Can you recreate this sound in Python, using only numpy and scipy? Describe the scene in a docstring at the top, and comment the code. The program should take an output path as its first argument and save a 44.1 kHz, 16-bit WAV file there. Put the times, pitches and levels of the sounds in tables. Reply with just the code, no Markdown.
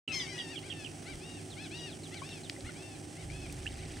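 """Birds squeal in arching short-long pairs over a calm pond, a few raspy screams overlapping at first.
A smaller bird chirps on the right, then thin whistles follow. Drops plip as their bubbles ring.
A caiman grunts twice, then its throat pulses in a deep bellow that makes the water patter above its back.
Behind it all lie a distant rumble, a faint machine hum and a hiss of insects."""
import sys
import numpy as np
from scipy import signal
from scipy.fft import rfft, irfft, next_fast_len
from scipy.io import wavfile
from scipy.ndimage import uniform_filter1d

SR = 44100
rng = np.random.default_rng(int(sys.argv[2]) if len(sys.argv) > 2 else 0)


def generate_wav(sig):
    """Save sig (samples, or channels by samples) to the path in sys.argv[1] as 16-bit PCM at SR."""
    pcm = np.round(np.clip(np.atleast_2d(sig).T, -1, 1) * 32767).astype(np.int16)
    wavfile.write(sys.argv[1], SR, pcm)


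N = 176400
TIME = np.arange(N) / SR
CUTOFF_HZ = 15750


def from_db(db):
    return 10 ** (np.asarray(db) / 20)


def rms_one(x):
    return x / np.sqrt(np.mean(x ** 2) + 1e-20)


def at_hz(points, hz):
    """Read a curve on a log-frequency axis."""
    f, values = np.transpose(points)
    return np.interp(np.log(hz + 1e-9), np.log(f), values)


def drift(rate_hz, n):
    """Random wander, mostly slower than rate_hz; rms 1."""
    size = next_fast_len(n)
    f = np.fft.rfftfreq(size, 1 / SR)
    return rms_one(irfft(rfft(rng.standard_normal(size)) / (1 + (f / rate_hz) ** 2), size)[:n])


def phase_of(hz):
    return 2 * np.pi * np.cumsum(hz) / SR


def panned(x, pan_db):
    """Equal-power pan; positive is left."""
    return rms_one(from_db(np.array([[.5], [-.5]]) * pan_db)) * x


def add(out, start, x, pan_db):
    """Mix a sound in at its time and place."""
    i = max(int(start * SR), 0)
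    out[:, i:i + len(x)] += panned(x[:N - i], pan_db)


def fade(t, attack, release):
    """Smooth attack, hold, release."""
    rise = np.sin(np.pi / 2 * np.clip(t / attack, 0, 1))
    return rise * np.sin(np.pi / 2 * np.clip((t[-1] - t) / release, 0, 1))


def voice(pitch, colour, count, waver=0):
    """Harmonics of an unsteady pitch, weighted by colour(number, Hz) in dB; rasp grows with pitch."""
    n = len(pitch)
    waver_hz, shimmer_db, full_rasp_hz = 19.3, 2, 4000
    jitter = .0055 * drift(140, n)
    phase = phase_of(pitch * (1 + jitter + waver * drift(waver_hz, n)))
    out = np.zeros(n)
    for k in range(1, count + 1):
        gain = from_db(colour(k, k * pitch) + shimmer_db * drift(waver_hz, n)) * (k * pitch < CUTOFF_HZ)
        tone = np.sin(k * phase + rng.uniform(0, 2 * np.pi))
        rasp = pitch / full_rasp_hz * drift(pitch.mean() / 2, n) * np.cos(k * phase)
        out += gain * (tone + rasp)
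    return np.sqrt(2) * out


def background():
    """A bed of far rumble and fluttering hiss, wide in the mids, with hum and two trilling insect notes."""
    # noise spectra: (frequency [Hz], relative level [dB])
    rumble_spectrum = [(30, -24), (60, -6), (165, 0), (200, -6.5), (295, 1.5), (385, -4.5), (480, -12.5),
                       (820, -8.5), (930, -30.5), (2000, -45)]
    hiss_spectrum = [(900, -2.5), (1800, 1), (3100, 0.5), (3750, -4.5), (6100, 1), (6800, -4), (8300, 2),
                     (10500, -8.5), (11100, -22)]
    # stereo likeness: (frequency [Hz], left-right correlation [0-1])
    likeness = [(290, 0.85), (640, 0.36), (1400, 0.21), (6000, 0.95)]
    # stereo lean: (frequency [Hz], pan [dB])
    balance = [(300, -1.5), (800, -4.5), (3000, 0), (8500, -4)]
    # three machine hums, then two insect notes: (pitch [Hz], level [dB], width [Hz])
    tones = [(100.8, -56, 1.28), (154.8, -57, 5.2), (374.5, -58.5, 4.05), (8310, -65.5, 298),
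             (10370, -74, 242)]
    f = np.fft.rfftfreq(N, 1 / SR)
    alike = at_hz(likeness, f)
    ears = from_db(np.array([[.5], [-.5]]) * at_hz(balance, f))

    def air(spectrum):
        mid, side = rfft(rng.standard_normal((2, N)))
        stereo = np.sqrt(1 + alike) * mid + np.sqrt(1 - alike) * side * [[1], [-1]]
        return rms_one(irfft(from_db(at_hz(spectrum, f)) * ears * stereo, N))

    rumble = air(rumble_spectrum) * from_db(-48)
    hiss = air(hiss_spectrum) * from_db(-53.5 + 1.43 * drift(71, N))
    notes = []
    for hz, db, width in tones:
        gain = np.sqrt(2) * from_db(db + 2 * drift(width + 1, N))
        pitch = hz + width / 2 * drift(width, N)
        notes.append(panned(gain * np.sin(phase_of(pitch)), at_hz(balance, hz)))
    trill = 1 + .59 * np.sin(2 * np.pi * 72 * TIME)
    return rumble + hiss + sum(notes[:3]) + sum(notes[3:]) * trill


def bank_echo(x, t60=.17, predelay_s=.006):
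    """A thin, dying scatter from the trees on the banks, different at each ear."""
    t = TIME[:SR // 2]
    tail = rng.standard_normal((2, len(t))) * from_db(-60 * t / t60) * (t > predelay_s)
    tail /= np.sqrt((tail ** 2).sum(1, keepdims=True))
    return signal.fftconvolve(x, tail, axes=1)[:, :N]


def bubble(hz, cycles, attack_s=.00067):
    """A ringing bubble that rises in pitch as it dies; peak 1."""
    t60 = cycles / hz
    t = TIME[:int(t60 * SR)]
    envelope = from_db(-60 * t / t60) * (1 - np.exp(-t / attack_s))
    ring = np.sin(2 * np.pi * hz * t * (1 + .12 * t / t60)) * envelope
    return ring / abs(ring).max()


def drops(splash_t60=.013, skirt_db=9):
    """Drops hit the pond: some leave a ringing bubble, others a sharp tick of spray."""
    # bubbles: (time [s], pitch [Hz], peak [dB], pan [dB])
    plips = [(0.079, 2790, -26.5, -7), (2.2194, 1046, -36, 10), (2.5632, 1950, -44, 5),
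             (2.585, 538, -44.5, -4), (2.6665, 2080, -43, 2), (2.6913, 1410, -41, -14),
             (3.3005, 2190, -38.5, 11), (3.498, 2420, -41.5, 14), (3.659, 1710, -36.5, -8),
             (3.666, 2673, -27.5, -7), (3.675, 2880, -30, -2)]
    # splashes: (time [s], peak [dB], band centre [Hz])
    splashes = [(0.591, -36, 4200), (1.1553, -38, 3800), (2.1431, -34.5, 3500), (2.291, -35, 3030),
                (2.4971, -22, 3240), (2.607, -37, 3200), (3.5254, -31.5, 6360)]
    out = np.zeros((2, N))
    for start, hz, db, pan_db in plips:
        add(out, start, bubble(hz, cycles=51.5) * from_db(db), pan_db)
    t = TIME[:1024]
    for start, db, hz in splashes:
        octaves = np.log2((np.fft.rfftfreq(len(t), 1 / SR) + 1) / hz)
        spray = irfft(rfft(rng.standard_normal(len(t))) * from_db(-skirt_db * octaves ** 2))
        spray *= from_db(-60 * t / splash_t60)
        add(out, start, from_db(db) * spray / abs(spray).max(), pan_db=0)
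    return out


def patter(start=3.25, rise_s=.55, drops_per_s=1100):
    """Droplets thrown up by the bellow fall back as a swelling shower of tiny bubbles."""
    out, span = np.zeros((2, N)), TIME[-1] - start
    for when, pitch, softness, side in rng.random((int(drops_per_s * span), 4)):
        delay = when * span
        gain = from_db(-15 * np.sqrt(softness)) * min(delay / rise_s, 1)
        add(out, start + delay, gain * bubble(1750 * 3.6 ** pitch, cycles=20), pan_db=10 * (side - .5))
    return from_db(-58.5) * out / out[:, int(start * SR):].std()


def caiman(grunt_s=.082, pan_db=-1.5):
    """Slow throat pulses resonate in the body: two rising grunts, then the long sinking bellow."""
    # grunts: (time [s], level [dB])
    grunts = [(1.11, -50.5), (2.618, -48)]
    # bellow contour: (time [s], pulse rate [Hz], gain [dB])
    bellow = [(3.22, 25.68, -48.5), (3.599, 24.87, -50), (4.0, 21.44, -52)]
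    # body resonance: (frequency [Hz], gain [dB])
    resonance = [(22, -12), (60, 0), (140, -5.5), (260, -30)]
    out = np.zeros((2, N))
    body = lambda k, f: at_hz(resonance, f)
    t = TIME[:int(grunt_s * SR)]
    for start, db in grunts:
        grunt = voice(np.linspace(28.2, 47, len(t)), body, count=3) * fade(t, grunt_s / 2, grunt_s / 2)
        add(out, start, from_db(db) * rms_one(grunt), pan_db)
    times, hz, db = np.transpose(bellow)
    t = TIME[int(times[0] * SR):]
    growl = voice(np.interp(t, times, hz), body, count=11) * from_db(np.interp(t, times, db))
    add(out, times[0], growl * fade(t - t[0], .017, .0019), pan_db)
    return out


def chirp(length_s, from_hz, to_hz, bend):
    """One raspy gliding note; rms 1."""
    t = TIME[:int(length_s * SR)]
    pitch = from_hz + (to_hz - from_hz) * (t / t[-1]) ** bend
    rasp = 1 + .45 * drift(280, len(t))
    return rms_one(np.sin(phase_of(pitch)) * rasp * fade(t, .0071, .013))


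def small_birds(chirp_fall=.238):
    """A run of falling chirps close on the right, then eight thin whistles further off."""
    # chirps: (time [s], starting pitch [Hz], gain [dB])
    chirps = [(0.195, 3600, -38), (.386, 3480, -38.5), (.555, 3390, -40), (0.699, 3282, -38),
              (0.843, 3127, -41.5)]
    out = np.zeros((2, N))
    for start, hz, db in chirps:
        note = chirp(.036, hz, hz * (1 - chirp_fall), bend=1.9)
        add(out, start, note * from_db(db) / np.sqrt(2), pan_db=-8.5)
    for start in 1.499 + .133 * np.arange(8):
        add(out, start, chirp(.052, 4500, 2840, bend=.8) * from_db(-55), pan_db=0)
    return out


def screaming_birds(shelf_hz=4700, shelf_width_hz=1200):
    """Hard-edged screams, mostly sliding down, their harmonics sweeping through throat resonances."""
    # screams: (treble shelf [dB], contour of (time [s], pitch [Hz], gain [dB]))
    screams = [ (-42, [(.078, 1348, -45), (.115, 1309, -40), (.16, 1138, -55), (.25, 1119, -51.5),
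               (.378, 932, -51)]), (6.5, [(.118, 1008, -54), (.145, 1083, -42.5), (.222, 993, -49),
               (.272, 870, -58)]), (2, [(.265, 747, -55), (.375, 856, -55.5)]), (-7, [(.378, 976, -46),
               (.48, 893, -54), (.52, 950, -51), (.565, 737, -55.5)]), (-7, [(.69, 940, -63),
               (.78, 890, -56.5), (.85, 820, -54)])]
    # throat resonances: (frequency [Hz], gain [dB])
    throat = [(1350, -17), (1900, 1), (2650, 1), (3100, -2.5), (4100, -7.5), (5200, -1), (6300, -8),
              (7300, -25), (14000, -40.5)]
    out = np.zeros((2, N))
    shelf = lambda f: (1 + np.tanh((f - shelf_hz) / shelf_width_hz)) / 2
    for treble_db, contour in screams:
        times, hz, db = np.transpose(contour)
        t = TIME[:int((times[-1] - times[0]) * SR)]
        pitch = uniform_filter1d(np.interp(t + times[0], times, hz), size=600)
        call = voice(pitch, lambda k, f: at_hz(throat, f) + treble_db * shelf(f), count=14)
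        envelope = from_db(np.interp(t + times[0], times, db)) * fade(t, .0027, .0027)
        add(out, times[0], call * envelope, pan_db=6.5)
    return out


def squealing_birds(crest_at=.56, arch_depth=.26, flatness_per_s=15):
    """Each squeal climbs and falls back, the short ones to a point, the long ones over a flat top."""
    # squeals: (start [s], end [s], top pitch [Hz], level [dB])
    squeals = [(0.618, 0.707, 819, -54.5), (1.044, 1.152, 795, -51), (1.193, 1.419, 937, -54.5),
               (1.558, 1.684, 865, -50.5), (1.698, 1.914, 956, -48), (2.108, 2.204, 775, -52.5),
               (2.208, 2.4, 906, -52.5), (2.637, 2.719, 735, -52.5), (2.738, 2.977, 890, -56.5),
               (3.145, 3.255, 757, -58), (3.282, 3.487, 862, -55), (3.778, 3.873, 769, -58)]
    # harmonics from the fundamental up: (relative level [dB])
    partials = [-19, -10.5, -0.5, -6.5, -10, -9.5, -18]
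    out = np.zeros((2, N))
    for start, end, top_hz, db in squeals:
        t = TIME[:int((end - start) * SR)]
        offset = t / t[-1] - crest_at
        from_crest = abs(offset / np.where(offset < 0, crest_at, 1 - crest_at))
        pitch = top_hz * (1 - arch_depth * from_crest ** (flatness_per_s * t[-1]))
        call = voice(pitch, lambda k, f: partials[k - 1], count=len(partials), waver=.00784)
        add(out, start, from_db(db) * rms_one(call * fade(t, .028, .028)), pan_db=6.5)
    return out


def scene():
    """Birds and water with their echoes, over the dry caiman and the background."""
    birds = squealing_birds() + screaming_birds() + small_birds()
    water = drops() + patter()
    echo = bank_echo(from_db(-8.5) * birds + from_db(-17.5) * water)
    return birds + water + echo + caiman() + background()


def record(dry):
    """The sound opens after a moment of silence; a steep low-pass trims the top."""
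    opening = np.clip((TIME - .076) / .0018, 0, 1)
    return signal.sosfilt(signal.ellip(12, .1, 80, CUTOFF_HZ, fs=SR, output="sos"), dry * opening)


dry = scene()
out = record(dry)
generate_wav(out)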